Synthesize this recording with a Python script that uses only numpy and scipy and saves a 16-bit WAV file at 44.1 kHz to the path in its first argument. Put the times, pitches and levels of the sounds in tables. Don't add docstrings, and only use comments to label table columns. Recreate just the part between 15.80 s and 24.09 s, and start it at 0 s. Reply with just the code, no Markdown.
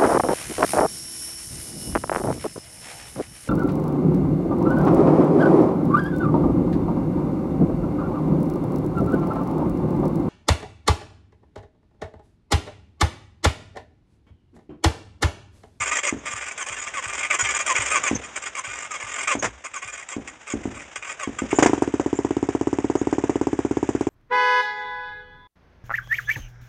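import sys
import numpy as np
from scipy import signal
from scipy.fft import rfft, irfft, next_fast_len
from scipy.io import wavfile
from scipy.ndimage import uniform_filter1d, map_coordinates

SR = 44100
rng = np.random.default_rng(int(sys.argv[2]) if len(sys.argv) > 2 else 0)


def output_pcm(signal):
    pcm = np.clip(np.atleast_2d(signal).T, -1, 1) * 32767
    wavfile.write(sys.argv[1], SR, np.round(pcm).astype(np.int16))


N = 365588
TIME = np.arange(N) / SR
CUTOFF_HZ = 10000

# (time [s], level [dB], bark of upper pipe modes [dB])
BANGS = [(0.325, -6.5, -3), (2.312, -2.5, 0.5), (3.552, -9.5, 9), (4.3646, -8.5, -7), (4.737, -4.5, -6),
         (4.8543, -5.5, -4.5), (5.4739, -7, -7), (5.6191, -4.5, -5), (5.7292, -1.5, 6.5), (5.7864, 3.5, 8),
         (5.8246, 2, 6), (5.8596, 3, 8), (5.8946, -3, 1), (5.9322, 1, 5.5), (5.978, -9.5, 3),
         (6.0214, 1, 6), (6.0758, -4.5, -4)]
# (time [s], rate [firings/s])
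IDLE_SPEED = [(6.169, 17.38), (6.294, 13.98), (6.359, 17.1), (6.78, 16.16), (6.957, 17.76), (7.015, 17.01),
              (7.126, 19.06), (7.184, 15.67), (7.242, 17.87), (7.467, 17.97), (7.526, 15.59), (7.584, 18.3),
              (7.7, 16.46), (7.819, 16.97), (7.88, 16.21), (7.999, 17.32), (8.059, 16.06), (8.12, 16.77)]
IDLE_FROM_S = 6.139
IDLE_DB, IDLE_SPREAD_DB = -1.74, 0.22
IDLE_BARK_DB, BARK_RANGE_DB, BARK_AT_HZ, BARK_SPREAD_DB = 0.8, 3.3, .6, 1.5


def engine_firings():
    running = TIME >= IDLE_FROM_S
    cycles = np.cumsum(in_time(IDLE_SPEED)[running]) / SR
    start_s = np.interp(np.arange(cycles[-1]), cycles, TIME[running])
    rate_hz = 1 / np.diff(start_s, prepend=BANGS[-1][0])
    chance = rng.standard_normal((len(start_s), 2))
    ahead_hz = rate_hz - uniform_filter1d(rate_hz, size=5)
    level_db = IDLE_DB + IDLE_SPREAD_DB * chance[:, 0]
    bark_db = IDLE_BARK_DB + BARK_RANGE_DB * np.tanh(ahead_hz / BARK_AT_HZ) + BARK_SPREAD_DB * chance[:, 1]
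    return np.vstack([BANGS, np.transpose([start_s, level_db, bark_db])])


# (frequency [Hz], signed strength [ratio], t60 [s])
PIPE = [(65.7, 0.0264, 0.17), (131, -0.088, 0.055), (282.2, -0.55, 0.032), (404.5, 0.57, 0.023),
        (760, 0.1, .02), (917, 0.21, 0.016), (1070, 0.19, 0.0073)]


def pipe(start_s, level_db, bark_db, tuning, sustain):
    chance = rng.standard_normal((len(start_s), len(PIPE)))
    out = 0
    for k, (hz, strength, t60_s) in enumerate(PIPE):
        upper = hz > 600
        blow = clicks(start_s, from_db(level_db + upper * bark_db + .5 * chance[:, k]))
        out = out + strength * ring(blow, hz * tuning, t60_s * sustain)
    return out


# (frequency [Hz], density [dB per Hz])
RUMBLE_COLOUR = [(60, 0.5), (170, -2), (320, 2), (600, -9), (820, -12), (1300, -28), (4000, -39)]


def exhaust(firings):
    start_s, level_db, bark_db = np.transpose(firings)
    lone = np.diff(start_s, prepend=-1) > .112
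    hot = pipe(start_s[~lone], level_db[~lone], bark_db[~lone], tuning=1, sustain=1)
    cold = pipe(start_s[lone], level_db[lone], bark_db[lone], tuning=0.892, sustain=0.72)
    delay_s = 0.01693 + 0.0013 * rng.standard_normal(lone.sum())
    second = clicks(start_s[lone] + delay_s, from_db(level_db[lone]))
    after = 0.19 * ring(second, hz=272.0, t60_s=0.058)
    after = after - 0.12 * ring(second, hz=435, t60_s=0.026)
    after = after + 0.017 * ring(second, hz=62.4, t60_s=0.6)
    rumble = from_db(-30.5) * fade(second, decay_s=0.069) * noise(RUMBLE_COLOUR) * from_db(3 * drift(70))
    return soften(hot + cold + after, peak_s=0.00059, width_s=0.00022) + rumble


# (frequency [Hz], density [dB per Hz])
GAS_COLOUR = [(100, -7), (330, 12.5), (560, 7.5), (800, 0), (1300, -2.5), (2000, -4), (3200, -21.5),
              (5000, -17), (7000, -8.5), (9300, -28.5)]


def gas(firings):
    start_s, level_db, bark_db = np.transpose(firings)
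    strength = from_db(level_db + 0.44 * bark_db + rng.normal(0, 1, len(start_s)))
    rush_env = fade(clicks(start_s + .004, strength), decay_s=0.019)
    rush = from_db(-28.5) * rush_env * noise(GAS_COLOUR) * from_db(2 * drift(300))
    spit_env = fade(clicks(start_s + 0.00075, strength), decay_s=0.0015)
    return rush + from_db(-29) * spit_env * noise(RATTLE)


# (time [s], level [dB], length [s])
NOISE_BURSTS = [(3.624, -20, 0.0079), (3.642, -21.5, 0.017), (5.787, -17, 0.0064), (5.825, -14, 0.0076),
                (5.861, -17.5, 0.0047)]
# (frequency [Hz], density [dB per Hz])
BURST_COLOUR = [(100, -12), (400, 1), (800, -3.5), (1300, -3.5), (2000, -4), (3200, -15), (5000, -17),
                (7000, -9.5), (9300, -27.5)]


def backfire_and_rasp():
    ragged = from_db(2 * drift(500))
    return swells(NOISE_BURSTS, attack_s=0.0014, release_s=0.012) * noise(BURST_COLOUR) * ragged


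# (time [s], relative level [dB])
PUFFS = [(.003, -38.5), (0.536, -42.5), (0.902, -45), (1.263, -42.5), (1.625, -36), (1.989, -36),
         (2.875, -44.5), (3.235, -46), (3.664, -37), (4.05, -48.5), (4.95, -46), (5.179, -54)]
HUM_START_HZ, HUM_RISE_HZ_PER_S, HUM_TOP_HZ = 45.8, 200, 78


def puffs():
    start_s, level_db = np.transpose(PUFFS)
    push = soften(clicks(start_s, from_db(level_db)), peak_s=.002, width_s=0.00023)
    valve_open = swells([(s, db, .11) for s, db in PUFFS], attack_s=.008, release_s=0.017)
    latest = np.maximum(np.searchsorted(start_s, TIME) - 1, 0)
    age_s = np.maximum(TIME - start_s[latest], 0)
    hz = np.minimum(HUM_START_HZ + HUM_RISE_HZ_PER_S * age_s, HUM_TOP_HZ) + 2 * drift(22)
    hum = valve_open * np.sin(2 * np.pi * np.cumsum(hz) / SR)
    return from_db(-7) * hum - from_db(9) * ring(push, hz=104, t60_s=0.077)


# (time [s], tooth rate [Hz])
MESH = [(0, 1191), (.6, 1201), (2.2, 1199), (2.7, 1199), (3.4, 1205), (4.2, 1224), (4.95, 1247),
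        (5.8, 1223)]
# (time [s], length [s], level [dB])
STROKES = [(0.11, 0.094, -17.5), (0.229, 0.077, -18.5), (0.773, 0.067, -25.5), (1.135, 0.073, -26),
           (1.497, 0.068, -17.5), (1.859, 0.071, -17.5), (2.1, 0.093, -17), (2.23, 0.07, -18.5),
           (2.748, 0.055, -25), (3.104, 0.069, -26), (3.47, 0.074, -17), (3.933, 0.059, -28),
           (4.284, .064, -29), (4.667, 0.066, -27.5), (5.392, 0.063, -27.3)]
SAG_HZ = 180.6


def tooth_rate():
    hz = in_time(MESH)
    for start_s, length_s, _ in STROKES:
        top_s = start_s + length_s
        near = np.abs(TIME - top_s) < .2
        age_s = TIME[near] - top_s
        race = 0.36 * np.exp(-.5 * ((age_s + 0.0627) / 0.018) ** 2)
        sag = np.exp(-.5 * (age_s / np.where(age_s < 0, .024, .034)) ** 2)
        hz[near] += SAG_HZ * (race - sag)
    return hz


# (start [share of stroke], level [dB re stroke], length [share of stroke])
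STROKE_SHAPE = [(0, -1, 0.38), (.43, 0.5, 0.44)]
# (time [s], length [s], level [dB], rise over length [dB], bounce period [s])
TAKEUPS = [(0, 0.11, -24, 5, .056), (0.452, 0.27, -28, 0.5, .051), (0.861, 0.23, -27.5, 1, .0505),
           (1.222, .24, -28, 7.5, .051), (1.585, 0.23, -22, 4.5, .0505), (1.949, 0.15, -21.5, 0.5, .05),
           (2.428, 0.032, -34.5, 0, .051), (2.554, 0.024, -27.5, 0, .051), (2.619, 0.071, -31.5, 11, .036),
           (2.837, .23, -30.5, 1.7, .023), (3.196, 0.25, -32.5, 10.3, .023), (3.838, 0.032, -32, 0, .051),
           (4.016, 0.21, -33.5, 2.5, .052), (4.473, 0.008, -27.5, 0, .051), (4.831, 0.0088, -38, 0, .051),
           (4.943, 0.093, -39, 3, .023), (5.155, 0.011, -27, 1, .051), (5.221, .1, -35, 11, .023),
           (5.584, 0.009, -25, -3, .051), (5.703, 0.02, -29.5, 0, .051)]
BOUNCE_CONTACT, FIRST_BOUNCE_DB = 0.74, 2.9


def gear_surges():
    rows = []
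    for start_s, length_s, db in STROKES:
        for start, step_db, share in STROKE_SHAPE:
            rows.append((start_s + start * length_s, db + step_db, share * length_s))
    for start_s, length_s, db, rise_db, period_s in TAKEUPS:
        for age_s in np.arange(0, length_s, period_s):
            level_db = db + rise_db * age_s / length_s + FIRST_BOUNCE_DB * (age_s == 0)
            contact_s = min(BOUNCE_CONTACT * period_s, length_s - age_s)
            rows.append((start_s + age_s, level_db, contact_s))
    return rows


def grinding(turns, memory, size=400):
    fresh = rng.standard_normal((N // 200, size))
    surface = signal.lfilter([1], [1, -np.clip(memory, 0, .95)], fresh, axis=0).ravel()
    return map_coordinates(surface, [turns * size], order=3, mode="wrap")


# (multiple of tooth rate, mean relative level [dB])
WHINE = [(.5, -19), (1, -7.5), (2, -11.5), (3, -19.5), (6, -13), (7, -21.5)]
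# (frequency [Hz], density [dB per Hz])
RATTLE = [(120, -37.5), (330, -5), (600, -3.5), (850, -4), (1150, -1), (1700, -1), (2300, -1.5),
          (2900, -2.5), (3600, -11.5), (5000, -5.5), (6000, -11), (7000, -4), (8000, -4.5), (9300, -25)]
# (frequency [Hz], width [Hz], mean gain [dB])
CASE = [(1180, 102, 3.5), (1512, 47, 4), (1729, 30, -1), (1922, 41, 3), (2072, 41, 4), (2164, 64, 5.5),
        (2333, 140, 3.5), (2428, 30, 4), (2740, 26, -1.5), (3233, 117, 2.5), (5900, 110, 3),
        (6240, 67, -7.5), (6440, 47, 6), (6890, 31, 10), (7500, 57, -11.5), (7370, 56, 5), (7000, 12, -17),
        (8260, 30, 6.5), (8840, 110, 7.5)]


def starter():
    speed_jitter = 1 + .002 * drift(150) + .006 * drift(40)
    teeth = 2 * np.pi * np.cumsum(tooth_rate() * speed_jitter) / SR
    armature, idler = teeth / 9, teeth / 23
    wobble = (1 + 0.057 * np.cos(armature)) * (1 + 0.081 * np.cos(idler)) * from_db(1.62 * drift(400))
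    rough = grinding(armature / (2 * np.pi), memory=.55)
    clash = colour(rough * (1 + 0.57 * np.cos(teeth)), RATTLE)
    case = sum(from_db(db + 3.7 * drift(35)) * resonance(clash, hz, width_hz) for hz, width_hz, db in CASE)
    rattle = rms_one(0.65 * clash + case)
    whine = 0
    for k, db in WHINE:
        level = from_db(db + 4.6 * drift(30))
        whine = whine + level * np.sqrt(2) * np.sin(k * teeth + 0.76 * drift(60))
    load = bumps([(s + .5 * length_s, .03) for s, length_s, _ in STROKES])
    gears = rattle * from_db(-2.2 * load) + whine * from_db(-7.5 + 5.5 * load)
    bounce = np.cos(idler + 1.2 * drift(12))
    gears = gears + .45 * bounce * resonance(gears, hz=7500, width_hz=2200)
    surges = gear_surges()
    crest = bumps([(s + 0.53 * length_s, 0.22 * length_s + .002) for s, _, length_s in surges])
    envelope = from_db(-6.0 + 3.5 * crest) * swells(surges, attack_s=0.0058, release_s=0.013)
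    return envelope * wobble * gears


# (time [s], level [dB], length [s], frequency [Hz])
TREBLE_BURSTS = [(.385, -46.5, 0.0094, 6500), (2.346, -26, 0.017, 6220), (3.588, -30, 0.015, 6500),
                 (5.751, -31.5, 0.027, 7030), (6.35, -42, .03, 7180), (7.173, -43, 0.036, 6600)]


def chirps_and_treble_swells():
    hiss = rng.standard_normal(N)
    out = 0
    for row in TREBLE_BURSTS:
        band = resonance(resonance(hiss, row[3], 450), row[3], 450)
        out = out + swells([row], attack_s=0.0049, release_s=0.0065) * rms_one(band)
    return out


# (time [s], mean level [dB])
CLATTER = [(0, -48.5), (2.3, -36.5), (2.45, -42.5), (2.7, -44.5), (3.7, -44.5), (3.8, -50.5), (4.6, -48.5),
           (4.95, -45), (5.1, -46.5), (5.65, -45), (5.85, -35.5), (6.1, -45.5), (6.6, -47), (8.29, -46.5)]
# (frequency [Hz], density [dB per Hz])
CLATTER_COLOUR = [(60, -2.5), (150, -8.5), (330, -6), (600, -1), (1100, -1), (2200, -1), (3300, -7),
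                  (5000, -14.5), (7000, -6), (9300, -26.5)]


def clatter(firings):
    start_s = firings[:, 0]
    cycle_s = np.diff(start_s)
    running = cycle_s < .08
    chance = rng.standard_normal((len(cycle_s), 4))
    valves = 0
    for k, share in enumerate((.73, .79)):
        tick_s = start_s[:-1] + share * cycle_s + .001 * chance[:, k]
        valves = valves + clicks(tick_s, running * from_db(3 * chance[:, k + 2]))
    ticks = from_db(-44) * fade(valves, decay_s=0.0019) * noise(RATTLE)
    return ticks + from_db(in_time(CLATTER) + 2.4 * drift(120)) * noise(CLATTER_COLOUR)


# (delay [s], signed strength [ratio])
ECHOES = [(.004, 0.16), (0.0156, -0.088), (0.0203, -.125)]


def yard(x, scatter_db, t60_s):
    age_s = TIME[:SR // 2]
    dull = signal.lfilter([1], [1, -.8], rng.standard_normal(len(age_s)))
    tail = dull * np.exp(-np.log(1000) * age_s / t60_s) * (age_s > .008)
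    scatter = signal.oaconvolve(x, tail / np.sqrt(np.sum(tail ** 2)))[:N]
    echoes = sum(strength * delayed(x, delay_s) for delay_s, strength in ECHOES)
    return x + echoes + from_db(scatter_db) * scatter


def from_db(db):
    return 10 ** (np.asarray(db) / 20)


def rms_one(x):
    return x / np.sqrt(np.mean(x ** 2) + 1e-20)


def in_time(rows):
    return np.interp(TIME, *np.transpose(rows))


def drift(knots_per_s):
    knots = rng.standard_normal(20000)
    return rms_one(np.interp(TIME * knots_per_s, np.arange(len(knots)), knots))


def colour(x, spectrum):
    size = next_fast_len(N)
    hz = np.maximum(np.arange(size // 2 + 1) * SR / size, 1)
    at_hz, db = np.transpose(spectrum)
    gain = from_db(np.interp(np.log(hz), np.log(at_hz), db))
    gain = gain * np.minimum(hz / at_hz[0], 1) ** 2 * (hz < CUTOFF_HZ)
    return rms_one(irfft(rfft(x, size) * gain, size)[:N])


def noise(spectrum):
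    return colour(rng.standard_normal(N), spectrum)


def clicks(times_s, heights):
    out = np.full(N, 1e-18)
    np.add.at(out, np.clip(np.round(times_s * SR).astype(int), 0, N - 1), heights)
    return out


def ring(x, hz, t60_s):
    r, w = np.exp(-np.log(1000) / (t60_s * SR)), 2 * np.pi * hz / SR
    return signal.lfilter([0, np.sin(w)], [1, -2 * r * np.cos(w), r * r], x)


def resonance(x, hz, width_hz):
    r = np.exp(-np.pi * width_hz / SR)
    top = np.array([1, 0, -1]) * (1 - r * r) / 2
    return signal.lfilter(top, [1, -2 * r * np.cos(2 * np.pi * hz / SR), r * r], x)


def fade(x, decay_s):
    return signal.lfilter([1], [1, -np.exp(-1 / (decay_s * SR))], x)


def soften(x, peak_s, width_s):
    push = np.exp(-.5 * ((TIME[:SR // 50] - peak_s) / width_s) ** 2)
    return signal.oaconvolve(x, push / push.sum())[:N]


def delayed(x, delay_s):
    return np.interp(TIME - delay_s, TIME, x, left=0)


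def swells(rows, attack_s, release_s):
    power = np.zeros(N)
    for start_s, db, length_s, *_ in rows:
        span = slice(max(int(start_s * SR), 0), int(start_s * SR) + SR // 3)
        age_s = TIME[span] - start_s
        rise = np.clip(age_s / attack_s, 0, 1)
        fall = np.exp(-np.maximum(age_s - length_s, 0) / release_s)
        power[span] += (from_db(db) * rise * fall) ** 2
    return np.sqrt(power)


def bumps(rows):
    out = np.zeros(N)
    for centre_s, width_s in rows:
        centre = int(centre_s * SR)
        span = slice(max(centre - SR // 6, 0), centre + SR // 6)
        out[span] += np.exp(-.5 * ((TIME[span] - centre_s) / width_s) ** 2)
    return out


def scene():
    firings = engine_firings()
    tailpipe = yard(exhaust(firings) + puffs(), scatter_db=-23.5, t60_s=0.12)
    gas_noise = gas(firings) + backfire_and_rasp()
    metal = starter() + chirps_and_treble_swells() + clatter(firings)
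    return (tailpipe + gas_noise + metal)[None]


def record(dry):
    thinned = signal.sosfilt(signal.butter(2, 40, "high", fs=SR, output="sos"), dry)
    coloured = thinned - .95 * resonance(thinned, hz=4200, width_hz=1150)
    limited = coloured / (1 + np.abs(coloured) ** 12) ** (1 / 12)
    return signal.sosfilt(signal.cheby2(12, 60, CUTOFF_HZ * 1.08, fs=SR, output="sos"), limited)


dry = scene()
out = record(dry)
output_pcm(out)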